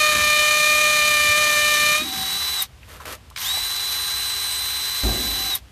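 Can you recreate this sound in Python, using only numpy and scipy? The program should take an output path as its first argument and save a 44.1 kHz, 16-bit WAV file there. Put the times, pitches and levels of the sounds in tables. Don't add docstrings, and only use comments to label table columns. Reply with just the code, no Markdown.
import sys
import numpy as np
from scipy import signal
from scipy.fft import rfft, irfft
from scipy.io import wavfile

SR = 44100
rng = np.random.default_rng(int(sys.argv[2]) if len(sys.argv) > 2 else 0)


def put_to_file(sound):
    columns = np.atleast_2d(sound).T
    safe = np.clip(columns, -1, 1)
    whole_steps = np.round(safe * 32767)
    wavfile.write(sys.argv[1], SR, whole_steps.astype(np.int16))


N = 251811
TIME = np.arange(N) / SR

# time in seconds, ratchet blows per second.
EARLY_BORING_SPEED = [(0.02, 608.3), (0.096, 606.3), (0.188, 596.9), (0.306, 600.9), (0.838, 604.7),
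                      (1.09, 600.7)]
# time in seconds, ratchet blows per second.
LATE_BORING_SPEED = [(1.21, 596.2), (1.33, 596.8), (1.402, 604.0), (1.538, 596.0), (1.728, 598.2),
                     (1.746, 595.1), (1.908, 598.9), (1.95, 603.0)]
# time in seconds, pitch of the whine in Hz.
PULLED_OUT_SPEED = [(2.09, 3931), (2.184, 3952), (2.248, 3919), (2.418, 3978), (2.55, 3971)]
# time in seconds, pitch of the whine in Hz.
FREE_RUN_SPEED = [(3.66, 3999), (4.998, 4023), (5.134, 3985), (5.48, 3989)]
# trigger pulled in seconds, brake bites in seconds,
# base level of the fan and gear noise in dB.
MOTOR_RUNS = [(-1, 2.621, -27.9), (3.358, 5.551, -28.7)]
# pitch in Hz, width in Hz, base level in dB.
BODY_MODES = [(660, 270, -9), (1250, 123, -0.6), (1787, 103, 0.6), (2462, 200, 2.4), (3044, 510, -3.3),
              (3780, 430, -4), (4200, 110, -8), (4530, 220, -15), (5250, 650, -10), (6050, 220, -10.5),
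              (6620, 150, -12), (8420, 240, -13.5)]
# pitch in Hz, width in Hz, level in dB.
GEARBOX_MODES = [(1066, 220, -2.5), (1621, 48, 3.5), (2028, 330, -2), (2930, 67, -2.5), (3890, 160, -5)]
# multiple of the shaft speed, base level in dB against the whine.
MOTOR_TONES = [(10, 0), (15, -23), (16, -26.5), (17, -21), (20, -12.5), (22, -11.5), (28, -22), (29, -20),
               (30, -14), (32, -21), (33, -21.5), (34, -30), (40, -5)]
# multiple of the shaft speed, average level in dB.
ROTOR_TONES = [(1, -57), (2, -55), (3, -55), (4, -51.5)]
# middle in seconds, level in dB, half length in seconds.
SINGING_SWELLS_TABLE = [(2.19, -37, .11), (2.61, -46, .05), (3.55, -48, .06), (5.44, -46, .19)]
# start in seconds, level in dB,
# time to die away by 60 dB in seconds, centre in Hz, spread in octaves.
HANDLING_BUMPS = [(0.12, -36.5, 1, 77.4, 0.3), (0.12, -32, 0.42, 200, 0.51), (1.26, -38, 0.93, 85, 0.4),
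                  (1.99, -34.5, 1, 253, 0.36), (2.16, -40, 0.9, 169, 0.3)]
# start in seconds, level in dB,
# time to die away by 60 dB in seconds, centre in Hz, spread in octaves.
TOOL_KNOCKS = [(2.222, -29, .04, 5000, 1), (2.829, -43, .06, 2290, 0.37), (3.001, -35, 0.11, 1120, .4),
               (3.054, -32, 0.038, 1500, 0.88), (3.124, -29.5, 0.06, 6500, 1.5),
               (3.15, -33, 0.027, 4500, 1.8), (3.301, -38, .025, 6000, 1.5),
               (3.311, -42, 0.051, 1000, 0.46), (3.361, -22, 0.026, 2570, 0.95),
               (3.375, -20.5, 0.025, 1980, 0.86), (3.416, -32, .03, 3800, 1.2),
               (3.573, -30, 0.068, 810, 0.14)]
# start in seconds, attack in seconds,
# length in seconds, level in dB.
SHOE_SCUFFS = [(2.8, .04, .22, -55), (2.872, .03, .095, -45.5), (3.0, .003, .04, -46),
               (3.052, .003, .085, -34.3)]
# frequency in Hz, strength in dB per Hz.
GRIND_SPECTRUM = [(60, -22), (170, -3.5), (500, -11), (900, -12), (1500, -6), (2300, 1.5), (2700, -2),
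                  (3150, -1.5), (3450, 0), (3850, 5), (5100, -5.5), (6400, 1.2), (7600, -5.5),
                  (11000, -4.5), (14000, -11)]
# frequency in Hz, strength in dB per Hz.
RUSH_SPECTRUM = [(100, -20.5), (550, -14), (850, -6.5), (1200, -3.8), (1450, -4.5), (2450, -3.5),
                 (3300, 0.5), (3800, 4), (4400, -1), (6200, -0.5), (7400, -9), (8700, -1.5), (10400, -10.5),
                 (13800, -2.5)]
# frequency in Hz, strength in dB per Hz.
SCUFF_SPECTRUM = [(150, -13), (330, -10), (450, -5.5), (620, -6), (780, -13.5), (1100, -6), (1700, -8),
                  (2100, -11.5), (3300, -13.5), (7000, -20), (10000, -20), (13000, -20)]
# frequency in Hz, strength in dB per Hz.
BOOM_SPECTRUM = [(35, -20), (55, 6), (75, -11), (110, -8), (180, -15), (250, -7), (370, -11.5), (520, -19),
                 (750, -16), (950, -28), (3000, -51)]
# frequency in Hz, strength in dB per Hz.
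OUTDOOR_SPECTRUM = [(30, -19), (42, -19), (58, 3), (80, 0), (120, -8.5), (200, -16.5), (400, -24.5),
                    (850, -24), (1500, -27), (3000, -27), (6000, -34), (14000, -41)]

WHINES_PER_SHAFT_TURN, BLOWS_PER_SHAFT_TURN, BLOWS_PER_CHUCK_TURN = 10, 1.624, 18
CUTOFF_HZ = 14200
SPIN_UP_S, SOFT_START = .063, 1.3
EASE_S, EASE_SHARE, BRAKE_S = .062, .07, .02
LIFT_S, LIFT_FADE_S = 2.06, .13
USUAL_BLOWS_PER_S = 600
HAMMER_DB, HAMMER_DB_PER_HZ, HAMMER_DB_PER_S = -18.1, .18, -.7
GRIND_DB, GRIND_DB_PER_S = -25.4, .9
SKID_S, SKID_WIDTH_S = .16, .06
WHINE_DB, WHINE_AFTER_HAMMER_DB, GAIN_RECOVERY_S = -28.7, -7.5, .4
HOUSING_HZ, HOUSING_WIDTH_HZ, HOUSING_DB = 3810, 240, 6.5
BOOM_S, THUD_HZ, THUD_DB, THUD_T60 = 5.032, 58, -29, .8


def from_db(db):
    return 10 ** (np.asarray(db) / 20)


def rms_one(x):
    return x / np.sqrt(np.mean(x ** 2) + 1e-20)


def curve(rows):
    return np.interp(TIME, *np.transpose(rows))


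def ramp(start, length):
    return np.clip((TIME - start) / length, 0, 1)


def swell(middle, half_length):
    return np.exp(-((TIME - middle) / half_length) ** 2)


def envelope(start, attack, length, t60):
    age_after_hold = np.maximum(TIME - start - length, 0)
    return ramp(start, attack) * np.exp(-np.log(1000) * age_after_hold / t60)


def drift(rate):
    hz = np.fft.rfftfreq(N, 1 / SR)
    return rms_one(irfft(rfft(rng.standard_normal(N)) / (1 + (hz / rate) ** 2), N))


def coloured(x, spectrum):
    hz = np.maximum(np.fft.rfftfreq(N, 1 / SR), 1)
    points, level_db = np.transpose(spectrum)
    gain = from_db(np.interp(np.log(hz), np.log(points), level_db))
    gain = gain * np.minimum(1, hz / points[0]) ** 2
    return rms_one(irfft(rfft(x) * gain * (hz < CUTOFF_HZ), N))


def noise(spectrum):
    return coloured(rng.standard_normal(N), spectrum)


def grains(per_s, spread_db):
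    sizes = from_db(spread_db * np.minimum(rng.exponential(1, N), 4))
    signed_sizes = sizes * rng.choice([-1, 1], N)
    return rms_one(signed_sizes * (rng.random(N) < per_s / SR))


def resonance(x, hz, width):
    r = np.exp(-np.pi * width / SR)
    feed = np.array([1, 0, -1]) * (1 - r * r) / 2
    return signal.lfilter(feed, [1, -2 * r * np.cos(2 * np.pi * hz / SR), r * r], x)


def bursts(events, rise=0.00061):
    out, hz = np.zeros(N), np.maximum(np.fft.rfftfreq(SR, 1 / SR), 1)
    age = TIME[:SR]
    for s, db, t60, centre, spread in events:
        band = np.exp(-.5 * (np.log2(hz / centre) / spread) ** 2)
        rattle = rms_one(irfft(rfft(rng.standard_normal(SR)) * band, SR))
        shape = (1 - np.exp(-age / rise)) * np.exp(-np.log(1000) * age / t60)
        start = round(s * SR)
        out[start:start + SR] += (from_db(db) * shape * rattle)[:N - start]
    return out


def loaded_speed():
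    return list(EARLY_BORING_SPEED) + list(LATE_BORING_SPEED)


def full_speed():
    loaded = [(s, blows / BLOWS_PER_SHAFT_TURN) for s, blows in loaded_speed()]
    free_rows = list(PULLED_OUT_SPEED) + list(FREE_RUN_SPEED)
    free = [(s, hz / WHINES_PER_SHAFT_TURN) for s, hz in free_rows]
    return curve(loaded + free)


def throttle(on, off):
    spin_up = 1 - np.exp(-(np.maximum(TIME - on, 0) / SPIN_UP_S) ** SOFT_START)
    sag = 1 - EASE_SHARE * ramp(off - EASE_S, EASE_S) ** 2
    return spin_up * sag * np.exp(-(np.maximum(TIME - off, 0) / BRAKE_S) ** 2)


def shaft_angle(speed, flutter=0.00062):
    return 2 * np.pi * np.cumsum(speed * full_speed() * (1 + flutter * drift(40))) / SR


def drill_body(blows, travel_s=.0003, grip_db=1.0):
    out = 0
    for hz, width, db in BODY_MODES:
        late = travel_s * np.sqrt(10 ** 3 / hz) * SR
        ringing = np.pad(resonance(blows, hz, width), (int(late), 0))[:N]
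        out = out + from_db(db + grip_db * drift(3.7)) * ringing
    return rms_one(out)


def ratchet_blows(teeth, bite, uneven_db=1.85, lag_s=.000017, jitter_s=.000009,
                  skid_db=3.5, skid_loss_db=3.0, skid_s=.00006):
    tooth = np.arange(1, int(teeth[-1]) - 2)
    chance = rng.standard_normal((N, 2))[tooth]
    skid = np.interp(tooth, teeth, swell(SKID_S, SKID_WIDTH_S))
    late = lag_s * np.cos(2 * np.pi * tooth / BLOWS_PER_CHUCK_TURN)
    late = late + (jitter_s + skid_s * skid) * chance[:, 0]
    at = np.clip(np.interp(tooth, teeth, np.arange(N)) + late * SR, 0, N - 2)
    force = from_db((uneven_db + skid_db * skid) * chance[:, 1] - skid_loss_db * skid)
    whole, part = at.astype(int), at % 1
    blows = np.bincount(whole, force * (1 - part), N) + np.bincount(whole + 1, force * part, N)
    return blows * bite


def hammer(wobble_db=1.0, flutter=0.002, grit_pulsing=0.22, crumble_db=-0.75):
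    teeth = np.cumsum(full_speed() * BLOWS_PER_SHAFT_TURN * (1 + flutter * drift(24.9))) / SR
    chuck = 2 * np.pi * teeth / BLOWS_PER_CHUCK_TURN
    bite = from_db(wobble_db * (np.sin(chuck) + 0.62 * np.sin(2 * chuck)))
    buzz = drill_body(ratchet_blows(teeth, bite))
    buzz = buzz / buzz[TIME < LIFT_S].std()
    extra_blows = curve(loaded_speed()) - USUAL_BLOWS_PER_S
    buzz_db = HAMMER_DB + HAMMER_DB_PER_HZ * extra_blows + HAMMER_DB_PER_S * TIME
    crushing = grains(14000, 2.5) * bite * (1 + grit_pulsing * np.sin(2 * np.pi * teeth))
    grind = coloured(crushing * from_db(crumble_db * drift(90)), GRIND_SPECTRUM)
    grind_db = GRIND_DB + GRIND_DB_PER_S * TIME
    pressure = 1 - ramp(LIFT_S - LIFT_FADE_S, LIFT_FADE_S)
    return pressure * (from_db(buzz_db) * buzz + from_db(grind_db) * grind)


def motor(angle, speed, speed_power=2.0, lag_s=.058, fade_in_s=.035,
          shimmer_db=0.4, overtone_shimmer_db=2.6, swell_db=2.0):
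    power = sum(envelope(on + lag_s, fade_in_s, off - on - lag_s, .02) for on, off, _ in MOTOR_RUNS)
    recovery_db = WHINE_AFTER_HAMMER_DB * (1 - ramp(LIFT_S, GAIN_RECOVERY_S))
    detuning = 2 * (WHINES_PER_SHAFT_TURN * speed * full_speed() - HOUSING_HZ) / HOUSING_WIDTH_HZ
    tones = 0
    for multiple, db in MOTOR_TONES:
        order = round(multiple)
        if order == WHINES_PER_SHAFT_TURN:
            housing_db = HOUSING_DB / (1 + detuning ** 2)
            gain = speed ** speed_power * from_db(db + housing_db + shimmer_db * drift(8.7))
        else:
            gain = from_db(db + overtone_shimmer_db * drift(16) + swell_db * drift(0.88))
        tones = tones + gain * np.sin(order * angle + rng.uniform(0, 2 * np.pi))
    return np.sqrt(2) * from_db(WHINE_DB + recovery_db) * power * tones


def fan_and_gears(angle, speed_power=.55, after_hammer_db=-3.5, recovery_s=.15, strain_db=3.0, strain_s=.16,
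                  throb=0.31, rattle_db=-1.0):
    level = 0
    for on, off, db in MOTOR_RUNS:
        level = level + throttle(on, off) ** speed_power * from_db(db + strain_db * swell(on, strain_s))
    level = level * from_db(after_hammer_db * (1 - ramp(LIFT_S, recovery_s)))
    chatter = grains(20000, 2.1) * (1 + throb * np.sin(2 * angle)) * from_db(rattle_db * drift(80))
    ringing = sum(from_db(db) * resonance(chatter, hz, width) for hz, width, db in GEARBOX_MODES)
    return level * coloured(chatter + ringing, RUSH_SPECTRUM)


def singing(speed, ring_hz=770, wander=0.0127, waver_db=2.5, steady_db=-60):
    turns = np.cumsum(ring_hz * (1 + wander * drift(39))) / SR
    swells = sum(from_db(db) * swell(s, half) for s, db, half in SINGING_SWELLS_TABLE)
    level = np.sqrt(speed) * (from_db(steady_db) + swells)
    return level * from_db(waver_db * drift(29)) * np.sqrt(2) * np.sin(2 * np.pi * turns)


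def rotor(angle, speed, waver_db=1.5):
    running = ramp(LIFT_S, LIFT_FADE_S) * speed ** 4
    hum = 0
    for multiple, db in ROTOR_TONES:
        hum = hum + from_db(db + waver_db * drift(24)) * np.sin(round(multiple) * angle)
    return np.sqrt(2) * running * hum


def brushes(centre_hz=13000, start_db=-30, start_lag_s=.04, start_t60=.3, start_octaves=.21,
            brake_db=-12, brake_t60=.039, brake_octaves=.45):
    brakes = [(off, brake_db, brake_t60, centre_hz, brake_octaves) for _, off, _ in MOTOR_RUNS]
    starts = [(on + start_lag_s, start_db, start_t60, centre_hz, start_octaves)
              for on, _, _ in MOTOR_RUNS if on > 0]
    return bursts(starts, rise=.005) + bursts(brakes, rise=.00065)


def scuff(release_t60=.11):
    level = 0
    for s, attack, length, db in SHOE_SCUFFS:
        level = level + from_db(db) * envelope(s, attack, length, release_t60)
    return level * coloured(grains(5000, 2.1), SCUFF_SPECTRUM)


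def boom(rumble_db=-25, attack_s=.008, hold_s=.06, t60=.7, tail_db=-42, tail_s=.46, tail_t60=.4,
         slap_db=-29, slap_t60=.25, slap_hz=1500, slap_octaves=2.2):
    age = np.maximum(TIME - BOOM_S, 0)
    thud = np.sin(2 * np.pi * THUD_HZ * age) * envelope(BOOM_S, attack_s, 0, THUD_T60)
    rumble_level = from_db(rumble_db) * envelope(BOOM_S, attack_s, hold_s, t60)
    tail_level = from_db(tail_db) * envelope(BOOM_S, attack_s, tail_s, tail_t60)
    rumble = (rumble_level + tail_level) * noise(BOOM_SPECTRUM)
    slap = bursts([(BOOM_S, slap_db, slap_t60, slap_hz, slap_octaves)], rise=.003)
    return slap + from_db(THUD_DB) * thud + rumble


def yard(x, t60=0.065, wet_db=-15):
    age = TIME[:SR // 3]
    tail = rng.standard_normal(len(age)) * np.exp(-np.log(1000) * age / t60) * (age > .004)
    return x + from_db(wet_db) * signal.fftconvolve(x, tail / np.linalg.norm(tail))[:N]


def scene(outdoors_db=-46):
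    speed = sum(throttle(on, off) for on, off, _ in MOTOR_RUNS)
    angle = shaft_angle(speed)
    drill = hammer() + motor(angle, speed) + fan_and_gears(angle)
    drill = drill + singing(speed) + rotor(angle, speed) + brushes()
    knocks_and_feet = bursts(TOOL_KNOCKS) + scuff()
    microphone_bumps = bursts(HANDLING_BUMPS, rise=0.011)
    far = boom() + from_db(outdoors_db) * noise(OUTDOOR_SPECTRUM)
    mono = yard(drill + knocks_and_feet) + microphone_bumps + far
    return np.array([mono, mono])


def record(dry, top=0.6):
    rounded = dry / (1 + (dry / top) ** 4) ** (1 / 4)
    treble_cut = signal.ellip(10, .05, 60, CUTOFF_HZ, fs=SR, output="sos")
    return signal.sosfiltfilt(treble_cut, rounded)


dry = scene()
out = record(dry)
put_to_file(out)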